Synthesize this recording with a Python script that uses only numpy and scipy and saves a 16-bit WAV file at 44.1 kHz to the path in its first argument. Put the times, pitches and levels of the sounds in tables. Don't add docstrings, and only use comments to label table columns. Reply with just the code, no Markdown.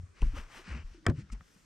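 import sys
import numpy as np
from scipy import signal
from scipy.fft import rfft, irfft
from scipy.io import wavfile
from scipy.ndimage import uniform_filter1d

SR = 44100
rng = np.random.default_rng(int(sys.argv[2]) if len(sys.argv) > 2 else 0)


def level_to_linear(level):
    exponent = np.asarray(level, float) / 20
    return 10 ** exponent


def digitize_waveform(pressure):
    field = np.atleast_2d(pressure).T
    bounded = np.clip(field, -1, 1)
    quanta = np.round(bounded * 32767).astype(np.int16)
    wavfile.write(sys.argv[1], SR, quanta)


N = 72765

# pitch_hz, level_db
AIR_COLOUR = [(120, -15), (190, -16.5), (860, -32), (1260, -25), (2400, -34.5), (7000, -29.5),
              (14000, -42.5)]
# pitch_hz, likeness_0_to_1
AIR_LIKENESS = [(60, 0.33), (240, 0.29), (950, 0.12), (3770, 0.63), (15000, 0.076)]
# start_s, top_s, end_s, level_db, brightness_db_per_octave
CLOTH_DRAGS = [
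    (.23, .26, 0.34, -62, 3.5),
    (.3, .39, .49, -55, 1),
    (.345, .372, .42, -52.5, 1),
    (.475, .57, 0.65, -51.5, 1.5),
    (.8, .9, 0.98, -68, 2.5),
    (1.07, 1.095, 1.125, -50.5, -9),
    (1.314, 1.33, 1.39, -62.5, -0.5),
    (1.37, 1.53, 1.77, -74, 7.5),
]
# start_s, top_s, end_s, level_db, brightness_db_per_octave
BOOT_DRAGS = [
    (.14, .2, 0.35, -60, 3.5),
    (.635, .69, 0.745, -51.5, 2.5),
    (.68, .76, 0.84, -53, 0.5),
    (.9, .95, 1, -66.5, 4),
    (1.14, 1.2, 1.236, -60.5, 4.5),
    (1.285, 1.302, 1.3, -66, 0),
    (1.316, 1.328, 1.34, -57, 10.5),
]
# pitch_hz, level_db_per_hz
CLOTH_COLOUR = [(200, -6.5), (800, -3), (1300, 0), (2600, -7.5), (4200, -13.5), (6000, -11.5),
                (8000, -15.5), (13000, -17)]
# pitch_hz, level_db_per_hz
BOOT_COLOUR = [(200, 6.5), (800, -8), (1300, -1), (2600, -6), (3300, -10.5), (8600, -19), (11000, -35.5)]
# time_s, pitch_hz
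SOLE_GLIDE = [(.63, 1474), (.7, 2211), (.76, 2363), (.82, 2776)]
# pitch_hz, level_db
SOLE_HOLLOW = [(2900, 0.5), (3200, -6), (3600, -2.5), (4300, 0.5)]
# start_s, peak_db, pitch_hz (minus: first
# swing down), fade_60db_s, rise_s
WEIGHT_SHIFTS = [(-.001, -36, 87.5, 0.15, 0.00022), (.033, -27.5, 90, 0.062, 0.0078),
                 (.085, -43.5, 85, 0.13, 0.0095), (.13, -58, 45, 0.51, .02), (.205, -32, -20, 0.12, 0.0031),
                 (.2255, -18.5, -26, 0.39, 0.0024), (.219, -17, 49, 0.23, 0.011),
                 (.277, -22.5, 32, 0.26, 0.01), (.295, -45.5, 109, 0.31, 0.0065),
                 (.33, -22, 44, 0.12, 0.011), (.365, -32, 68.5, 0.17, 0.0051),
                 (.41, -36, 33.5, 0.18, 0.0068), (.56, -53, 29, 0.56, 0.011), (.69, -35, 88, 0.23, 0.0085),
                 (.712, -23, 63, 0.22, 0.023), (.79, -36, 76, 0.21, 0.0062),
                 (.8405, -32, -30.5, 0.27, 0.0072), (.915, -37.5, 50, 0.073, 0.0037),
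                 (.95, -52, 35.5, 0.39, 0.0085), (1.0859, -17, 79, 0.07, 0.0065),
                 (1.225, -40, 70.5, 0.12, 0.0031), (1.3, -38.5, 65, 0.1, 0.0064),
                 (1.318, -24, 46, 0.18, 0.013), (1.4, -37.5, 77, 0.054, 0.0047)]
# start_s, peak_db, pitch_hz, fade_60db_s, rise_s
LID_KNOCKS = [(.0, -43.5, 161, 0.11, 0.013), (.219, -33.5, 139, 0.19, 0.002),
              (.221, -38.5, 276, 0.066, 0.00039), (.222, -36, 428, 0.035, 0.00097),
              (.335, -33, 277, 0.071, 0.012), (.37, -39, 547, 0.055, 0.0048),
              (.26, -40.5, 219, 0.057, 0.0021), (.385, -42, 220, 0.055, 0.0022),
              (.47, -54, 106, 0.059, .004), (.59, -43, 359, 0.066, 0.0064),
              (.675, -39, 177.5, 0.11, 0.0061), (.745, -40, 227.5, 0.14, 0.0019),
              (.75, -39.5, 152.5, 0.11, 0.0035), (.82, -54.5, 164, 0.13, .004),
              (.945, -47, 338, 0.08, 0.0022), (.976, -44.5, 321, 0.086, 0.0081),
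              (1.018, -55, 315.5, 0.51, 0.013), (1.0676, -19.5, 114, 0.059, 0.0016),
              (1.0834, -14.5, -105, 0.045, 0.011), (1.0927, -11, -108, 0.065, 0.0059),
              (1.0672, -27.5, -490, 0.036, 0.0002), (1.102, -37.5, 544, 0.08, 0.0058),
              (1.074, -40, 949, 0.043, 0.0022), (1.0838, -16, 342, 0.051, 0.0047),
              (1.128, -34, 94, 0.1, 0.0053), (1.155, -34, 132, 0.12, 0.0068),
              (1.21, -46.5, 153, 0.14, .004), (1.0845, -22.5, -225, 0.098, 0.0031),
              (1.2, -44, 197.5, .2, 0.0041), (1.12, -32.5, 151.5, 0.34, 0.0012),
              (1.175, -25.5, 110.5, 0.09, 0.0065), (1.183, -39.5, 271, 0.069, 0.0033),
              (1.325, -34, 213, 0.061, 0.0052), (1.365, -48.5, 130, 0.084, 0.0021),
              (1.41, -48.5, 181, 0.057, 0.0027), (1.56, -54.5, 183, 0.1, 0.002)]
# start_s, peak_db, softness_hz, ring_share_db, crack_fade_60db_s
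TOOL_TAPS = [(0.2187, -38.5, 11600, -25, 0.026), (.2258, -41, 1150, 4, 0.015),
             (.947, -69, 5000, -19, 0.019), (1.044, -64.5, 3017, 5.5, 0.023), (1.0545, -52, 6040, 9, 0.01),
             (1.0653, -20, 9700, -7.5, 0.011), (1.0657, -21, 2940, 5, .012), (1.0726, -48, 7000, -5, 0.014),
             (1.084, -36.5, 8030, -5, 0.0083), (1.0979, -33.5, 6870, -8, 0.018),
             (1.104, -60, 6000, -14, 0.021), (1.3, -50.5, 2200, -10, .03), (1.408, -51, 2540, 1, 0.02)]
# pitch_hz, level_db, fade_60db_s
TOOL_TONES = [(552, -3, 0.057), (722, -11.5, 0.092), (1150, 2, 0.022), (1296, 1.5, 0.046),
              (1568, -1.5, 0.039), (1730, -5, 0.055), (1890, 10, 0.012), (2320, -9, 0.043),
              (3140, -23, 0.0065)]
# start_s, peak_db, pitch_hz, fade_60db_s, rise_s
SNAPS = [(.2186, -31, 2714, 0.0042, 0.00014), (.2205, -40, 2596, 0.0078, 0.0002),
         (.2203, -51, 6003, 0.012, 0.00059), (.2255, -35.5, 983, 0.028, 0.00089),
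         (.2203, -44, 784, 0.033, 0.0012), (.9385, -52, 4497, 0.0098, 0.00049),
         (.2188, -54, 8998, 0.0063, 0.00022), (1.0653, -31, 3222, 0.019, 0.000095),
         (1.0653, -18.5, 5095, 0.0058, 0.000081), (1.0653, -18, 6995, 0.005, 0.00017),
         (1.0654, -25, 8299, 0.0079, .0002), (1.0655, -31, 11000, 0.0069, .0002),
         (1.0655, -25, 12900, 0.005, 0.00016), (1.0675, -26, -680, .03, 0.00017),
         (1.0735, -50, 7005, 0.0087, .0004), (1.084, -38.5, 2396, 0.01, 0.00049),
         (1.0983, -56, 4705, 0.011, .0003), (1.0985, -31.5, 1695, 0.015, 0.00047),
         (1.104, -48, 6998, 0.011, 0.00046), (1.3005, -52.5, 1295, 0.04, 0.00049),
         (1.302, -49.5, 2141, 0.02, .001), (1.4083, -45, 1307, 0.014, .0003),
         (1.4083, -42.5, 1850, 0.012, 0.00037)]
# pitch_hz, level_db
PORT_LEVELS = [(60, 0), (180, -4.5), (550, 0), (1650, 2.5), (2800, 6.5), (4970, 1.5), (15000, -1.5)]
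# pitch_hz, phase_rad
PORT_PHASES = [(0, 0), (3450, -0.46), (5940, -0.44), (7150, -1.47), (10500, 1), (15700, -0.5)]
# pitch_hz, level_db
HOUSING_COLOUR = [(3000, 0.5), (3900, -4.5), (5500, -2), (7600, -7.5), (8700, -6.5), (9900, -15),
                  (11000, -14.5), (13500, -20.5), (15500, -32)]


def rms_one(x):
    return x / np.sqrt(np.mean(x ** 2) + 1e-20)


def at_hz(points, hz):
    table = np.array(points)
    return np.interp(np.log(hz), np.log(table[:, 0]), table[:, 1])


def pan(db):
    return level_to_linear(np.array([[db / 2], [-db / 2]]))


def drift(rate_hz):
    r = np.exp(-2 * np.pi * rate_hz * 40 / SR)
    noise = rng.standard_normal(N // 40 + 2002)
    slow = signal.lfilter([1], [1, -2 * r, r * r], noise)[2000:]
    return np.interp(np.arange(N) / 40, np.arange(len(slow)), rms_one(slow))


def filtered(x, kind, hz, order=2):
    return signal.sosfilt(signal.butter(order, hz, kind, fs=SR, output="sos"), x)


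def spectrum_hz():
    return np.maximum(np.fft.rfftfreq(N, 1 / SR), 1)


def bands(noise, gain, alike):
    out = 0
    edges = 100 * 2 ** (np.arange(23) / 3)
    for k, (low, high) in enumerate(zip(edges, edges[1:])):
        mid, side = filtered(noise[k % 2], "band", [low, high])
        hz = np.sqrt(low * high)
        c = np.clip(alike(hz), 0, 1)
        stereo = np.sqrt(1 + c) * mid + np.sqrt(1 - c) * side * [[1], [-1]]
        out = out + gain(hz) * stereo
    return out


def lake():
    def air_gain(hz):
        return level_to_linear(at_hz(AIR_COLOUR, hz) + 2 * drift(1.36))

    air = bands(rng.standard_normal((2, 2, N)), air_gain, lambda hz: at_hz(AIR_LIKENESS, hz))
    lap = filtered(rng.standard_normal(N + SR), "band", [15, 72.6])[SR:]
    lap_level = level_to_linear(-71 + 0.78 * drift(4.6))
    return level_to_linear(-70.5 + 4.5) * pan(1.3) * rms_one(air) + lap_level * rms_one(lap)


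def strokes(rows):
    depth_db, edge_curve = 15, 1.85
    t = np.arange(N) / SR
    levels = []
    for start, top, end, db, _ in rows:
        x = np.interp(t, [start, max(top, start + .002), max(end, top + .004)], [0, 1, 0])
        closed_ends_db = 20 * np.log10(np.minimum(8 * x, 1) + 1e-6)
        levels.append(db - depth_db * (1 - x) ** edge_curve + closed_ends_db)
    return levels


def scuffs(rows, colour):
    fibres_per_s, fibre_spread_db, rumble_db = 8000, 1.5, -16
    levels = strokes(rows)
    size = (2, 2, N)
    catches = rng.random(size) < fibres_per_s / SR
    strength = level_to_linear(fibre_spread_db * rng.exponential(1, size))
    grains = rms_one(catches * strength * rng.choice([-1, 1], size)) * level_to_linear(0.97 * drift(39))

    def gain(hz):
        octaves = np.log2(hz / 2000)
        swell = sum(level_to_linear(db + row[4] * octaves) for db, row in zip(levels, rows))
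        return swell * level_to_linear(at_hz(colour, hz) + 9.5 + 0.74 * drift(16.0))

    rumble = rms_one(filtered(rng.standard_normal(N), "band", [140, 400]))
    return bands(grains, gain, lambda hz: 0.9) + level_to_linear(rumble_db) * rumble * sum(map(level_to_linear, levels))


def sole():
    t = np.arange(N) / SR
    grit = filtered(rng.standard_normal((2, N)), "low", 404, order=4)
    turn = 2 * np.pi * np.cumsum(np.interp(t, *np.transpose(SOLE_GLIDE))) / SR
    squeak = rms_one(grit[0] * np.cos(turn) + grit[1] * np.sin(turn)) * level_to_linear(1.5 * drift(29))
    stroke, = strokes([(.635, .76, 0.8416, -56.5, 0)])
    hollow = level_to_linear(at_hz(SOLE_HOLLOW, spectrum_hz()))
    scuff = irfft(rfft(scuffs(BOOT_DRAGS, BOOT_COLOUR)) * hollow, N)
    return scuff + level_to_linear(stroke) * squeak


def panels(rows):
    out = np.zeros(N)
    for start, db, hz, t60, rise in rows:
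        t = np.maximum(np.arange(N) / SR - start, 0)
        swell = 1 - np.exp(-t / max(rise, 1e-4))
        out += level_to_linear(db - 60 * t / t60) * swell * np.sin(2 * np.pi * hz * t)
    return out


def hull():
    lids = panels(LID_KNOCKS)
    loose = rms_one(filtered(rng.standard_normal(N), "band", [60, 337], order=4))
    lid_motion = uniform_filter1d(np.abs(lids), size=900, origin=300)
    shudder = level_to_linear(-10.5) * loose * lid_motion
    return pan(2) * panels(WEIGHT_SHIFTS) + pan(1.65) * (lids + shudder)


def ring(clicks, hz, t60):
    r, w = level_to_linear(-60 / (t60 * SR)), 2 * np.pi * hz / SR
    return signal.lfilter([0, np.sin(w)], [1, -2 * r * np.cos(w), r * r], clicks + 1e-18)


def tool_taps():
    out = np.zeros(N)
    luck_db = rng.normal(0, 3, (len(TOOL_TAPS), len(TOOL_TONES)))
    span = SR // 5
    t = np.arange(span) / SR
    click = (t == 0) * 1.
    for (start, db, soft_hz, ring_db, t60), own_db in zip(TOOL_TAPS, luck_db):
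        body = np.zeros(span)
        for k, (hz, level, ring_t60) in enumerate(TOOL_TONES):
            body += (-1) ** k * level_to_linear(level + own_db[k] + ring_db - 11.5) * ring(click, hz, ring_t60)
        hiss = signal.lfilter([1, -1], [1, -.85], rng.standard_normal(span)) / 2
        crack = level_to_linear(3.5 - 60 * t / t60) * (1 - np.exp(-t / 0.000081)) * hiss
        hit = filtered(body + crack, "low", min(soft_hz, 18000))
        i = int(start * SR)
        out[i:i + span] += level_to_linear(db) * hit[:N - i]
    return out


def snaps():
    return panels(SNAPS)


def ports(x):
    hz = spectrum_hz()
    half = level_to_linear(at_hz(PORT_LEVELS, hz) / 2) * np.exp(.5j * at_hz(PORT_PHASES, hz))
    return irfft(rfft(x * np.ones((2, 1))) * [half, 1 / half], N)


def scene():
    airborne = scuffs(CLOTH_DRAGS, CLOTH_COLOUR) + sole() + tool_taps() + snaps()
    return lake() + hull() + ports(airborne)


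def top_cut(x):
    return signal.sosfilt(signal.butter(12, 16120, fs=SR, output="sos"), x)


def record(dry):
    housing = level_to_linear(at_hz(HOUSING_COLOUR, spectrum_hz()))
    mix = irfft(rfft(dry) * housing, N)
    return top_cut(mix)


dry = scene()
out = record(dry)
digitize_waveform(out)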